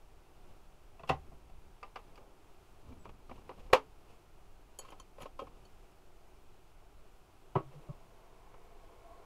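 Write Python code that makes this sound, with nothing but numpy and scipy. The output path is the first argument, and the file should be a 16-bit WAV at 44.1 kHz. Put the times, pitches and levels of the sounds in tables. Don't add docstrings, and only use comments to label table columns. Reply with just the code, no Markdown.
import sys
import numpy as np
from scipy import signal
from scipy.fft import rfft, irfft
from scipy.io import wavfile
from scipy.ndimage import uniform_filter1d

SR = 44100
rng = np.random.default_rng(int(sys.argv[2]) if len(sys.argv) > 2 else 0)


def unload_audio(sound):
    columns = np.transpose(np.atleast_2d(sound))
    steps = np.round(np.clip(columns, -1, 1) * 32767)
    wavfile.write(sys.argv[1], SR, steps.astype(np.int16))


N = 407925
TIME = np.arange(N) / SR

# (frequency [Hz], relative level per Hz [dB])
ROOM_SPECTRUM = [(53, -21.5), (90, -1), (183, -9), (250, -10.5), (382, -3), (520, -11.5), (700, -7),
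                 (1000, -11.5), (1350, -14), (1800, -22), (2600, -19), (3840, -25.5), (11500, -31.5),
                 (15600, -35)]
# (frequency [Hz], relative level per Hz [dB])
RUMBLE_SPECTRUM = [(2.4, -34), (4.0, 3), (22, -1), (29, -5), (54, -11.5), (131, -29), (156, -24.5),
                   (184, -30), (200, -26.5), (260, -66), (440, -120)]
# (time [s], level [dB])
RUMBLE_LEVEL = [(0, -56), (1.4, -52.5), (2.5, -59.5), (2.95, -55.5), (3.7, -49.5), (4.3, -55.5),
                (6.3, -55.5), (9.25, -56)]
# (peak time [s], rise [s], fall [s], level [dB],
#     low share [dB], bright share [dB])
RUB_STROKES = [(.52, 0.24, 0.05, -67, -9, -14), (1.08, 0.12, 0.9, -72.5, 10, -26),
               (2.2, 0.16, 0.2, -61, -27, -26), (2.9, 0.068, 0.13, -66, 11.5, -5.5),
               (3.12, 0.21, 0.083, -70, 11, -12), (3.35, 0.1, 0.12, -71, 13.5, 1),
               (3.6, 0.23, 0.32, -64.5, -0.5, -8), (4.11, 0.074, .1, -69.5, -13.5, -1.5),
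               (4.87, .13, 0.087, -63, -21, -2), (5.23, 0.036, 0.046, -56.5, -3, -3.5),
               (5.47, .12, 0.33, -65, 0.5, -11), (7.76, 0.16, 0.3, -62.5, -8, -10)]
# (frequency [Hz], relative level per Hz [dB])
RUB_LOW_SPECTRUM = [(30, -34), (70, 7.5), (130, -4.5), (250, -7), (500, -27), (16000, -120)]
# (frequency [Hz], relative level per Hz [dB])
CLATTER_SPECTRUM = [(35, -58.5), (70, -27), (226, -20), (480, -2.5), (700, -7.5), (1000, -4), (1300, -11.5),
                    (1650, -20.5), (2100, -20.5), (2700, -19), (3500, -29), (5000, -36), (10000, -53.5),
                    (13000, -57), (16000, -75)]

# (time [s], nominal level [dB], spectral tilt [dB/octave], favoured frequency [Hz],
#     clatter relative to ring [dB], contact time constant [s])
DRAWER_BLOWS = [(.994, -44, 0, 650, -9, 0.0046), (1.034, -43.5, -1.5, 1100, -6, .0015),
                (1.074, -46, 5, 1150, 2, .007), (1.091, -32.5, 3, 4000, 5.5, 0.0029),
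                (1.095, -22, -0.5, 800, -5.5, 0.0029), (1.32, -50.5, -6, 700, -9, 0.00088),
                (1.498, -57, -3, 750, -8, 0.00098)]
BUTTON_BLOWS = [(1.829, -35.5, 0.5, 1140, -16.5, 0.0012), (1.843, -43, -11, 1200, -17, 0.0014),
                (1.958, -34, 0.5, 1260, -10, 0.0018), (2.156, -56, 6.5, 4700, -5, 0.0011),
                (2.176, -52, 0, 2820, 6.5, 0.002)]
LID_BLOWS = [(2.924, -49.5, -0.5, 2800, -22, .0015), (3.048, -54, 7, 2450, -7, .002),
             (3.055, -40.5, -.5, 1050, -13, 0.00089), (3.092, -49.5, 2, 2700, 0, 0.0018),
             (3.295, -46, 0, 1190, -1.5, 0.0017), (3.312, -42.5, -1.5, 2500, 0, .0021),
             (3.379, -50.5, 0, 1000, -3, 0.0032), (3.493, -39, -1, 880, -3, 0.0016),
             (3.512, -48, -3.5, 810, 10, 0.0032), (3.701, -42, -2.5, 750, -13, 0.0031),
             (3.729, -33.5, 3, 599, 6, 0.00082), (3.7323, -14.5, 1.5, 510, -7.5, .0004),
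             (3.734, -18.5, 2.5, 996, -1.5, .0004)]
CUP_BLOWS = [(4.788, -38, 1.5, 7800, -36, 0.00098), (4.851, -67, -5, 4400, 4, .0005),
             (4.904, -57.5, -8, 12500, 8, .0005), (4.999, -50, -4.5, 6450, -14, .0003),
             (5.203, -65, 6, 10500, 7, .001), (5.227, -57, -1, 5950, -6, .001),
             (5.651, -62, -6, 4430, -12, 0.0013), (5.653, -64.5, 0, 6100, -14, .001)]
TRAY_BLOWS = [(4.791, -45, -1, 600, 3, 0.0021), (4.848, -46, 5, 1100, -14, .0032),
              (4.884, -51, 3.5, 2700, -1, .0033), (4.92, -41, 1, 696, 3.5, 0.0058),
              (4.998, -48, 3.5, 1010, -8, 0.0017), (5.183, -44.5, -0.5, 714, -4, .001),
              (5.204, -39.5, 4, 800, -10, 0.0058), (5.228, -54, 6, 2500, 4, .002),
              (5.256, -41, 0.5, 790, 1, 0.0024), (5.391, -32, 3, 950, -14, 0.0029),
              (5.417, -35.5, -8, 456, -.5, .0037), (5.468, -47.5, 1.5, 995, 4, 0.0064)]
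COUNTER_BLOWS = [(7.554, -19, 1, 857, -7.5, 0.0032), (7.888, -41.5, -5.5, 610, -1, 0.0023),
                 (8.541, -51.5, 5, 1600, -2.5, 0.001)]

# (frequency [Hz], relative level [dB], unscaled 60 dB decay time [s])
DRAWER_MODES = [(72.7, -7, 0.39), (151, 1.5, 0.2), (264, 0.5, 0.14), (380, -3, 0.19), (534, -18, 0.11),
                (674, 6.5, 0.12), (765, 0.5, .15), (1059, 4, 0.11), (1227, 1, 0.15), (1470, -12, 0.15),
                (1956, 3, 0.1), (2630, 16, 0.043), (2740, -9, 0.052), (3410, 3, .05), (4400, -3, .05)]
BUTTON_MODES = [(790, -8, 0.075), (1030, 4, 0.021), (1193, -4, 0.071), (1305, -10, 0.043),
                (1625, -11.5, 0.061), (1920, -20, 0.033), (2090, -8, 0.058), (2320, -9, 0.057),
                (2630, -11, 0.068), (2850, -14.5, 0.067), (3660, -27, .035), (4670, -14.5, 0.038),
                (5220, -17, 0.021)]
LID_MODES = [(143, -12.5, 0.12), (274.2, -14, 0.43), (391, -7.5, 0.203), (431, -7.5, 0.21),
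             (455.7, -4, 0.14), (513, -1.5, 0.11), (587, -16, 0.1), (685, -11.5, 0.085), (787.6, -8, 0.14),
             (882.6, -14.5, 0.199), (937, -7.5, 0.082), (967, -2, 0.11), (1077, -2, 0.082),
             (1198, -4.5, .1), (1254, -15, 0.16), (1430, -40.5, 0.093), (1500, -19.5, .06),
             (1948, -19, 0.05), (2078, 0.5, 0.033), (2352, -1.5, .06), (2480, -8.5, 0.046),
             (2640, -15, 0.066), (3000, -16, 0.046), (3340, -25.5, 0.055), (3680, -25, .06),
             (4520, -29.5, .07), (561, -2, 0.0317), (1050, 2, 0.02), (2152, 7.5, 0.0087), (4150, -5, 0.013)]
CUP_MODES = [(3110, -1, 0.083), (4430, -6, 0.094), (5050, -16, .04), (6110, -6, 0.057), (6620, -16, 0.073),
             (6860, 1.5, 0.053), (7850, -9, 0.049), (10040, -13, 0.047), (10130, 4, 0.036),
             (11180, -2, 0.039), (11700, -9, 0.042), (12260, -10, .036), (13000, -16, .03),
             (14000, -18, .025)]
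TRAY_MODES = [(291, -5.5, 0.1), (466, -21, 0.1), (540, 5, 0.046), (757, -16, 0.21), (1066, 1, 0.065),
              (1274, -9, 0.099), (2360, -20.5, 0.1), (2800, -20.5, 0.084), (3220, -23, 0.11)]
COUNTER_MODES = [(319, -6.5, 0.25), (389, 7, 0.13), (486, 3, 0.025), (582, -6, 0.22), (730, 4.5, 0.046),
                 (881, -15.5, 0.032), (994, 10.5, 0.037), (1112, -0.5, 0.21), (1280, -6.5, 0.15),
                 (1510, -26, 0.08), (1990, -8, 0.053), (2290, -13, 0.047), (2930, -20, .04)]

# (start [s], length [s], frequency [Hz], level [dB])
FLEXES = [(1.1, 0.059, 130, -40), (2.898, 0.043, 254, -50), (3.305, 0.028, 242, -48),
          (7.5548, 0.023, 138, -23.5), (7.577, 0.036, 137, -42), (7.628, 0.09, 135, -51),
          (7.738, 0.069, 145.4, -47.5), (7.888, 0.03, 141, -36)]
# (start [s], end [s], frequency [Hz], level [dB])
HINGE_SQUEAK = (2.99, 3.042, 7760, -74)
# (peak time [s], rise [s], fall [s], level [dB])
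DRAG_STROKES = [(4.92, .12, .025, -67), (5.225, 0.035, 0.023, -57), (5.4, 0.011, 0.061, -63)]
# (frequency [Hz], width [Hz], relative level [dB])
BOILER_PEAKS = [(409, 52, -3), (492, 45, -2.5), (680.5, 24, 3), (853, 120, -5.5), (1018, 66, -6),
                (1092, 23, 0), (1500, 370, -24), (2230, 93, -17)]

# (ring length factor, clatter 60 dB decay [s], clatter tilt [dB/octave])
DRAWER_MAKE, BUTTON_MAKE, LID_MAKE = (0.65, .085, 0.63), (0.83, 0.08, 1.1), (0.5, .065, 0.43)
CUP_MAKE, TRAY_MAKE, COUNTER_MAKE = (1.28, .04, 4.2), (0.94, 0.052, 0.57), (0.52, 0.069, -5.5)
MIDDLING_DB = -40
RING_GAIN, CLATTER_GAIN = 0.23, 0.12
LOOSE_LOSS = 0.46
EDGE_DB = 15
BOILER_ON_S, BOILER_DB, BOILER_RISE_DB_S = 7.78, -69, 6.5
ROOM_DB = -64.5
TOP_HZ = 15650


def undb(db):
    return 10 ** (np.asarray(db) / 20)


def unit(x):
    return x / np.sqrt(np.mean(x ** 2))


def coloured(x, spectrum, tilt_db=0.):
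    table_hz, table_db = np.transpose(spectrum)
    bin_hz = np.arange(len(x) // 2 + 1) * SR / len(x)
    octave = np.log2(np.maximum(bin_hz, 1))
    colour_db = np.interp(octave, np.log2(table_hz), table_db)
    gain_db = colour_db + tilt_db * (octave - np.log2(1000))
    return unit(irfft(rfft(x) * undb(gain_db), len(x)))


def walk(rate):
    hold = int(SR / rate)
    steps = np.repeat(rng.standard_normal(N // hold + 1), hold)
    smooth = uniform_filter1d(uniform_filter1d(steps, hold), hold)
    return unit(smooth)[:N]


def curve(table, column):
    rows = np.transpose(table)
    return np.interp(TIME, rows[0], rows[column])


def stroke(peak_s, rise_s, fall_s, db):
    before, after = (peak_s - TIME) / rise_s, (TIME - peak_s) / fall_s
    return undb(db - EDGE_DB * np.where(TIME < peak_s, before, after))


def blows(events, modes, make):
    out, t = np.zeros(N + SR), np.arange(10240) / SR
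    hz, mode_db, t60 = np.transpose(modes)[:, :, None]
    ring_factor, clatter_t60, clatter_tilt_db = make
    for start_s, level_db, tilt_db, spot_hz, clatter_db, contact_s in events:
        near_spot = np.exp(-(np.log2(hz / spot_hz) / .25) ** 2)
        spot_db = 8.5 * near_spot + 2.54 * rng.standard_normal(hz.shape)
        gain = undb(mode_db + spot_db + tilt_db * np.log2(hz))
        twin_hz = hz * (1 + .012 * rng.standard_normal(hz.shape))
        pair = np.sin(2 * np.pi * hz * t) + 0.63 * np.sin(2 * np.pi * twin_hz * t)
        force_db = level_db - MIDDLING_DB
        ring_t60 = t60 * ring_factor * undb(RING_GAIN * force_db)
        decay = undb(-60 * t / ring_t60)
        body = np.sum(gain * decay * pair, axis=0) / np.sqrt(np.sum(gain ** 2))

        noise = rng.standard_normal(len(t))
        loose_t60 = clatter_t60 * undb(CLATTER_GAIN * force_db - LOOSE_LOSS * clatter_db)
        fade_db = -60 * t / loose_t60
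        noise_tilt_db = tilt_db + clatter_tilt_db
        clatter = coloured(noise, CLATTER_SPECTRUM, noise_tilt_db) * undb(fade_db)
        crack = coloured(noise, CLATTER_SPECTRUM, noise_tilt_db + 5.0) * undb(13.0 * fade_db + 1.0)
        onset = 1 - np.exp(-t / contact_s)
        blow = undb(level_db) * onset * (body + undb(clatter_db) * (clatter + crack))
        start = int(start_s * SR)
        out[start:start + len(t)] += blow
    return out[:N]


def room():
    tone = coloured(rng.standard_normal(N), ROOM_SPECTRUM) * undb(ROOM_DB + 0.4 * walk(5))
    rumble_db = curve(RUMBLE_LEVEL, 1) + 0.98 * walk(3)
    rumble = coloured(rng.standard_normal(N), RUMBLE_SPECTRUM) * undb(rumble_db)
    return tone + rumble


def rubbing():
    slips = rng.standard_normal(N) * undb(2.7 * walk(70))
    low = coloured(slips, RUB_LOW_SPECTRUM)
    mid = coloured(slips, CLATTER_SPECTRUM, -7.0)
    bright = coloured(slips, CLATTER_SPECTRUM, 8.2)
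    out = np.zeros(N)
    for peak_s, rise_s, fall_s, db, low_db, bright_db in RUB_STROKES:
        blend = mid + low * undb(low_db) + bright * undb(bright_db)
        out += stroke(peak_s, rise_s, fall_s, db) * blend
    return out


def drawer():
    return blows(DRAWER_BLOWS, DRAWER_MODES, DRAWER_MAKE)


def flexing():
    out = np.zeros(N)
    for start_s, length_s, hz, db in FLEXES:
        t = np.arange(int(length_s * SR)) / SR
        swell = np.sin(np.pi * (t / length_s) ** 1.14)
        start = int(start_s * SR)
        out[start:start + len(t)] += undb(db) * swell * np.sin(2 * np.pi * hz * t)
    return out


def buttons():
    return blows(BUTTON_BLOWS, BUTTON_MODES, BUTTON_MAKE)


def lid():
    return blows(LID_BLOWS, LID_MODES, LID_MAKE)


def squeak():
    start, end, hz, db = HINGE_SQUEAK
    gate = np.interp(TIME, [start, start + .006, end - .006, end], [0, 1, 1, 0])
    cycles = np.cumsum(hz * (1 + .003 * walk(58.4))) / SR
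    return undb(db) * gate * np.sin(2 * np.pi * cycles)


def cup():
    return blows(CUP_BLOWS, CUP_MODES, CUP_MAKE)


def tray():
    return blows(TRAY_BLOWS, TRAY_MODES, TRAY_MAKE)


def dragging():
    ticks = (rng.random(N) < 300 / SR) * undb(14 * rng.random(N))
    tick_decay = np.exp(-1 / (0.0019 * SR))
    grit = rng.standard_normal(N) * signal.lfilter([1], [1, -tick_decay], ticks)
    china = np.zeros(N)
    for hz, db, _ in CUP_MODES:
        b, a = signal.iirpeak(hz, 30., SR)
        china += undb(db) * signal.lfilter(b, a, grit)
    sound = coloured(grit, CLATTER_SPECTRUM, 4.5) + undb(-9.0) * unit(china)
    return sound * sum(stroke(*row) for row in DRAG_STROKES)


def counter():
    return blows(COUNTER_BLOWS, COUNTER_MODES, COUNTER_MAKE)


def boiler():
    rush = np.zeros(N)
    for hz, width_hz, db in BOILER_PEAKS:
        b, a = signal.iirpeak(hz, hz / width_hz, SR)
        rush += undb(db + 2.4 * walk(12)) * signal.lfilter(b, a, rng.standard_normal(N))
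    since = TIME - BOILER_ON_S
    onset = np.clip(since / 0.033, 0, 1)
    return unit(rush) * undb(BOILER_DB + BOILER_RISE_DB_S * since) * onset


def scene():
    brewer = drawer() + buttons() + lid() + squeak() + boiler()
    china_and_tray = cup() + tray() + dragging()
    worktop = counter() + flexing()
    return (room() + rubbing() + brewer + china_and_tray + worktop)[None]


def record(dry):
    return signal.sosfilt(signal.ellip(10, .2, 70, TOP_HZ, fs=SR, output="sos"), dry)


dry = scene()
out = record(dry)
unload_audio(out)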